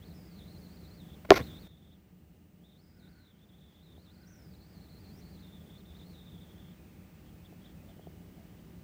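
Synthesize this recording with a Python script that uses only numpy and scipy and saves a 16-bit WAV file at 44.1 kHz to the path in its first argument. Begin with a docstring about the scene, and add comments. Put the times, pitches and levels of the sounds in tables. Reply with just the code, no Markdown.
"""Wind whistles through a narrow gap over a low rumble: a snowy street, from a porch, on a hand-held camera.
The whistle turns higher and hissier in the gusts, and the two strongest add a hollow hoot.
Right at the microphone a hand bumps and scrapes the camera, whose gain control then ducks
for a few seconds. Later, fingers tap the case."""
import sys
import numpy as np
from scipy import signal
from scipy.fft import irfft, next_fast_len
from scipy.io import wavfile

SR = 44100
rng = np.random.default_rng(int(sys.argv[2]) if len(sys.argv) > 2 else 0)


def store_wav(level_fs):
    """Save 16-bit WAV to argv[1]."""
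    pcm = np.round(np.clip(np.atleast_2d(level_fs), -1, 1) * 32767)
    wavfile.write(sys.argv[1], SR, pcm.T.astype(np.int16))


N = 389403
T = np.arange(N) / SR


def whistle(gap_hz=3550, spacing_hz=700, lock=0.42, hiss_db=-7.0, hiss_width_hz=450, gain_db=-0.73):
    """An edge tone: eddies shake the jet, which clings to one resonance of the gap, then jumps on."""
    # how loudly the gap answers each pitch of the jet: pitch_hz, level_db
    gap_response = [(2200, -77), (2550, -74.5), (2850, -82.5), (3050, -79), (3200, -72), (3400, -68),
                    (3600, -67), (3850, -64.5), (4100, -70), (4450, -70.5), (4950, -74), (5400, -70),
                    (5900, -67.5)]
    waver_hz, flutter_hz = 95, 130
    saturation_db, break_db = 2, 7
    aim_hz = jet()
    jet_hz = aim_hz + waver_hz * aim_hz / gap_hz * walk(55)  # a faster jet is shaken harder
    level_db = np.interp(jet_hz, *np.transpose(gap_response))
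    detune = 2 * np.pi * (jet_hz - gap_hz) / spacing_hz
    pull_hz = lock * np.sin(detune) * spacing_hz / (2 * np.pi)
    pitch_hz = jet_hz - pull_hz + flutter_hz * walk(240)
    phase = 2 * np.pi * np.cumsum(pitch_hz) / SR
    # the tone saturates when the jet is on the edge, and breaks up when an eddy knocks it off
    miss = np.maximum(walk(45), 0)
    tone = unit(np.sin(phase) * undb(saturation_db * np.cos(detune) - break_db * miss))
    # a faster jet is more turbulent and wraps the tone in a band of hiss
    hiss = walk(hiss_width_hz) * np.sin(phase) + walk(hiss_width_hz) * np.cos(phase)
    return unit(tone + hiss * undb(hiss_db) * aim_hz / gap_hz) * undb(level_db + gain_db)


def jet(catch_s=0.027):
    """Pitch of the air jet in Hz: it idles low, and each spell or chirp lifts it to where the gap sings."""
    # the weak jet between spells: time_s, pitch_hz
    lull = [(2.0, 2850), (6.75, 2499), (7.8, 2520), (7.95, 3020), (8.8, 2980)]
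    # spells of whistling, one curve each: time_s, pitch_hz
    spells = [
        [(0.03, 3500), (0.082, 4430), (0.132, 4080), (0.148, 5274), (0.356, 4550), (0.404, 3676), (0.574, 4404),
         (0.588, 5208), (0.61, 4299), (0.806, 4512), (0.858, 3676), (0.902, 4922), (0.908, 4151), (0.956, 4779),
         (1.022, 3314), (1.15, 3580)],
        [(1.42, 3524), (1.44, 4315), (1.484, 3707), (1.584, 3508), (1.61, 4563), (1.652, 3626), (1.87, 3367),
         (1.938, 3780), (1.96, 3252)],
        [(2.63, 3272), (2.668, 3690), (2.762, 3530), (2.78, 4245), (2.824, 4957), (2.98, 4980), (3.014, 3845),
         (3.084, 3834), (3.102, 4813), (3.318, 3494), (3.344, 3102), (3.44, 3501)],
        [(3.49, 3380), (3.77, 3496), (3.82, 3325), (3.83, 4064), (3.96, 3378), (4.03, 4708), (4.09, 3432),
         (4.13, 4650), (4.21, 4477), (4.22, 5372), (4.24, 3940), (4.29, 6071), (4.53, 4595), (4.55, 3770),
         (4.57, 5153), (4.59, 4020), (4.68, 4809), (4.86, 4165), (4.88, 3335), (4.9, 4128), (5.03, 4666),
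         (5.1, 4142), (5.2, 5676), (5.22, 4393), (5.32, 4575), (5.39, 3616), (5.4, 4537), (5.44, 3724),
         (5.65, 3235), (5.77, 3521), (5.79, 4354), (5.82, 3245)],
        [(5.86, 3635), (5.938, 3300), (5.974, 4074), (6.026, 3553), (6.09, 4419), (6.172, 3672), (6.574, 3239),
         (6.58, 3486), (6.74, 3178)],
    ]
    # lone chirps as the wind dies down: centre_s, top_hz, half_length_s
    chirps = [(7.281, 3252, .035), (7.46, 3497, .022), (7.66, 3500, .065), (7.9, 3392, .02),
              (8.04, 3347, .02)]
    hz = curve(lull)
    for spell in spells:
        start_s, end_s = spell[0][0], spell[-1][0]
        caught = np.clip(1 + np.minimum(T - start_s, end_s - T) / catch_s, 0, 1)
        hz = hz + caught * (curve(spell) - hz)
    for s, top_hz, half_s in chirps:
        hz = hz + swell(s, half_s) * (top_hz - hz)
    return hz


def hoots():
    """The strongest gusts also blow across a wider opening, which answers with an airy, hollow note."""
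    # hooting gusts: centre_s, level_db, half_length_s
    gusts = [(3.12, -68, 0.2), (4.3, -69, 0.17)]
    # resonances of the opening: pitch_hz, width_hz, level_db
    hollow = [(1488, 90, 1), (2050, 426, -10.5)]
    envelope = sum(undb(db) * swell(s, half_s) for s, db, half_s in gusts)
    return shaped(lambda f: resonant(f, hollow)) * envelope


def knocks(tick_db=-7.5, sheen_db=-27, sheen_hz=12200, crisp_hz=3000, rise_s=.002):
    """Each blow runs through the camera case as a falling chirp and leaves its modes ringing."""
    # the bump, then finger taps: start_s, level_db, contact_hz, damped_below_hz
    blows = [(1.3052, 4.5, 15000, 7), (1.3177, 8.5, 1669, 652), (3.978, -35, 800, 560),
             (7.524, -38.5, 803, 550.5), (7.993, -36, 800, 510), (8.069, -31.5, 776, 510)]
    # modes of the case: pitch_hz, level_db, t60_s
    case_modes = [(360, -10.5, 0.048), (386, -4, .065), (623, -1.53, .021), (672.8, -2.5, .032),
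                  (1072, -14, .04), (1500, -5, .008)]
    fall_hz, end_hz, sweep_s, tick_s = 8700, 790, .00049, .00077
    t = np.arange(SR // 5) / SR
    sweep_hz = end_hz + fall_hz * np.exp(-t / sweep_s)
    chirp = np.sin(2 * np.pi * np.cumsum(sweep_hz) / SR)
    sheen = undb(sheen_db) * np.sin(2 * np.pi * sheen_hz * t)
    tick = (chirp + sheen) * (t / tick_s) ** 2 * np.exp(2 - 2 * t / tick_s)
    attack = 1 - np.exp(-(t / rise_s) ** 2)
    out = np.zeros(N)
    for s, db, contact_hz, damped_below_hz in blows:
        # a soft finger excites little above contact_hz; the gripping hand damps the low modes
        ring = 0
        for hz, mode_db, t60_s in case_modes:
            decay_db = 60 * t / t60_s * (1 + (damped_below_hz / hz) ** 2)
            ring += rolloff(hz, contact_hz) * undb(mode_db - decay_db) * np.sin(2 * np.pi * hz * t)
        blow = ring * attack + tick * undb(tick_db) * rolloff(crisp_hz, contact_hz)
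        start = int(s * SR)
        out[start:start + len(t)] += undb(db) * blow
    return out


def scrape(grain_db=2.5, dull_hz=2900, hard_db=-36):
    """Skin sticks and slips on the plastic by the microphone, ringing its resonances over a dull push."""
    # strokes of the hand: centre_s, friction_db, pressure_db, half_length_s
    strokes = [(1.253, -49, -46.5, 0.005), (1.296, -47.5, -42, 0.0052), (1.332, -36, -32, .02),
               (1.369, -29.5, -34, .014), (1.4, -42, -37, .019)]
    # resonances of the rubbed case: pitch_hz, width_hz, level_db
    plastic = [(700, 180, -2), (1060, 90, 0), (1420, 90, 3), (2099, 290, 2.5), (2700, 180, -9),
               (3660, 1100, -9), (4420, 610, -10), (5700, 540, -10), (12100, 650, -15)]
    # dull noise of the hand's pressure: frequency_hz, relative_db
    push_spectrum = [(25, -12), (80, 1), (150, -2), (300, -3), (550, -3), (900, -15), (2000, -40)]
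    friction = sum(undb(db) * swell(s, half_s) for s, db, _, half_s in strokes)
    pressure = sum(undb(db) * swell(s, half_s) for s, _, db, half_s in strokes)
    bright = np.minimum(friction / undb(hard_db), 1)  # only a hard rub brings out the treble
    hard = shaped(lambda f: resonant(f, plastic))
    light = shaped(lambda f: resonant(f, plastic) * rolloff(f, dull_hz))
    body = bright * hard + np.sqrt(1 - bright ** 2) * light
    grainy = unit(body * undb(grain_db * walk(250)))
    return grainy * friction + coloured(push_spectrum) * pressure


def flexes(jitter_s=.00028):
    """Slow pushes of the grip make the case give with a few dull, uneven cycles."""
    # a soft thud and two creaks: centre_s, peak_db, pitch_hz, half_length_s
    pushes = [(1.416, -33.5, 127, 0.011), (7.9, -59, 670, .025), (8.417, -62.5, 670, .04)]
    jitter = jitter_s * walk(80)
    return sum(undb(db) * swell(s, half_s) * np.sin(2 * np.pi * hz * (T - s + jitter))
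               for s, db, hz, half_s in pushes)


def wind(rumble_db=-53.5, rush_db=-70.5, buffet_db=1.0, flicker_db=0.6):
    """Out in the street, large eddies rumble round the houses; small ones make a soft rush."""
    # low rumble: frequency_hz, relative_db
    rumble_spectrum = [(20, -31), (33, -26), (50, -4.5), (64, -3.5), (78, 1), (105, -4), (135, -9),
                       (153, 0.5), (185, 0), (255, -10.5), (380, -14.5), (600, -22.5), (800, -24.5),
                       (1200, -43.5)]
    # rush of air: frequency_hz, relative_db
    rush_spectrum = [(300, -6), (900, 0.5), (1300, 0), (2100, 0), (3000, -5), (4500, -8.5), (6500, -12.5),
                     (9000, -20.5), (15000, -31)]
    # the wind slackens for a moment: centre_s, gain_db, half_length_s
    slack = (2.4, -2.3, 0.55)
    s, db, half_s = slack
    rumble = coloured(rumble_spectrum) * undb(rumble_db + buffet_db * walk(4.9))
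    rush = coloured(rush_spectrum) * undb(rush_db + flicker_db * walk(8.3))
    return (rumble + rush) * undb(db * swell(s, half_s))


def electronics(hiss_db=-77.0):
    """The noise floor: even microphone hiss under a faint hum and the camera's thin whine."""
    # hum and whine: pitch_hz, rms_db
    partials = [(177.6, -67.5), (313, -72), (598, -82), (1205, -87.5), (7797, -91), (9190, -94),
                (14762, -76)]
    # microphone hiss: frequency_hz, relative_db
    hiss_spectrum = [(2000, -4), (8000, -2.5), (11000, -5.5), (13500, -5.5), (14700, 0), (15800, 0)]
    tones = sum(undb(db) * np.sqrt(2) * np.sin(2 * np.pi * (hz * T + rng.random()))
                for hz, db in partials)
    return tones + coloured(hiss_spectrum) * undb(hiss_db)


def undb(db):
    """Decibels to gain."""
    return 10 ** (np.asarray(db) / 20)


def unit(x):
    """Scale to rms 1."""
    return x / np.sqrt(np.mean(x ** 2))


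def curve(points):
    """Straight lines through (time_s, value) points."""
    return np.interp(T, *np.transpose(points))


def swell(centre_s, half_s):
    """A smooth rise to 1 and fall around centre_s."""
    return np.exp(-((T - centre_s) / half_s) ** 2)


def rolloff(hz, corner_hz):
    """Gain of a steep low-pass."""
    return 1 / (1 + (hz / corner_hz) ** 4)


def resonant(f, peaks):
    """Gain of (pitch_hz, width_hz, level_db) resonances."""
    return np.sqrt(sum(undb(db) ** 2 / (1 + ((f - hz) / width) ** 2) ** 2 for hz, width, db in peaks))


def shaped(gain):
    """Noise of rms 1 whose spectrum follows gain(frequency_hz)."""
    size = next_fast_len(N, real=True)
    f = np.arange(1, size // 2 + 2) * SR / size
    white = rng.standard_normal(2 * len(f)).view(complex)
    return unit(irfft(gain(f) * white, size)[:N])


def coloured(points):
    """Noise of rms 1 with a spectrum through (frequency_hz, relative_db) points."""
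    hz, db = np.transpose(points)
    return shaped(lambda f: undb(np.interp(np.log(f), np.log(hz), db)))


def walk(rate_hz):
    """A smooth random wander of rms 1, with little motion above rate_hz."""
    return shaped(lambda f: rolloff(f, rate_hz))


def scene():
    """Mono, from the porch: wind and whistle, with the hand's noises close on top."""
    # the background swells briefly after the bump: time_s, gain_db
    lift = [(1.36, 2.5), (1.42, 11), (1.55, 6.5), (1.672, 4.5), (1.682, 1.5)]
    background = (wind() + whistle() + hoots() + electronics()) * undb(curve(lift))
    return (background + knocks() + scrape() + flexes())[None]


def gain_control(x, overload=.4, lag_s=.372, duck_db=6.0, hold_s=1.94, release_s=1.42):
    """An overload turns the gain down after a lag; it holds, then creeps back."""
    hit = np.abs(x).max(axis=0) > overload
    since_hit_s = T - np.maximum.accumulate(np.where(hit, T, -np.inf))
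    duck = np.clip(1 - (since_hit_s - hold_s) / release_s, 0, 1)
    return x * undb(-duck_db * np.interp(T - lag_s, T, duck))


def record(dry):
    """The camera's sound path: slow gain control, rounded peaks and a steep top cut."""
    ceiling, top_hz = .85, 15850
    rounded = ceiling * np.tanh(gain_control(dry) / ceiling)
    top_cut = signal.ellip(10, .2, 70, top_hz, fs=SR, output="sos")
    return signal.sosfilt(top_cut, rounded)


dry = scene()
out = record(dry)
store_wav(out)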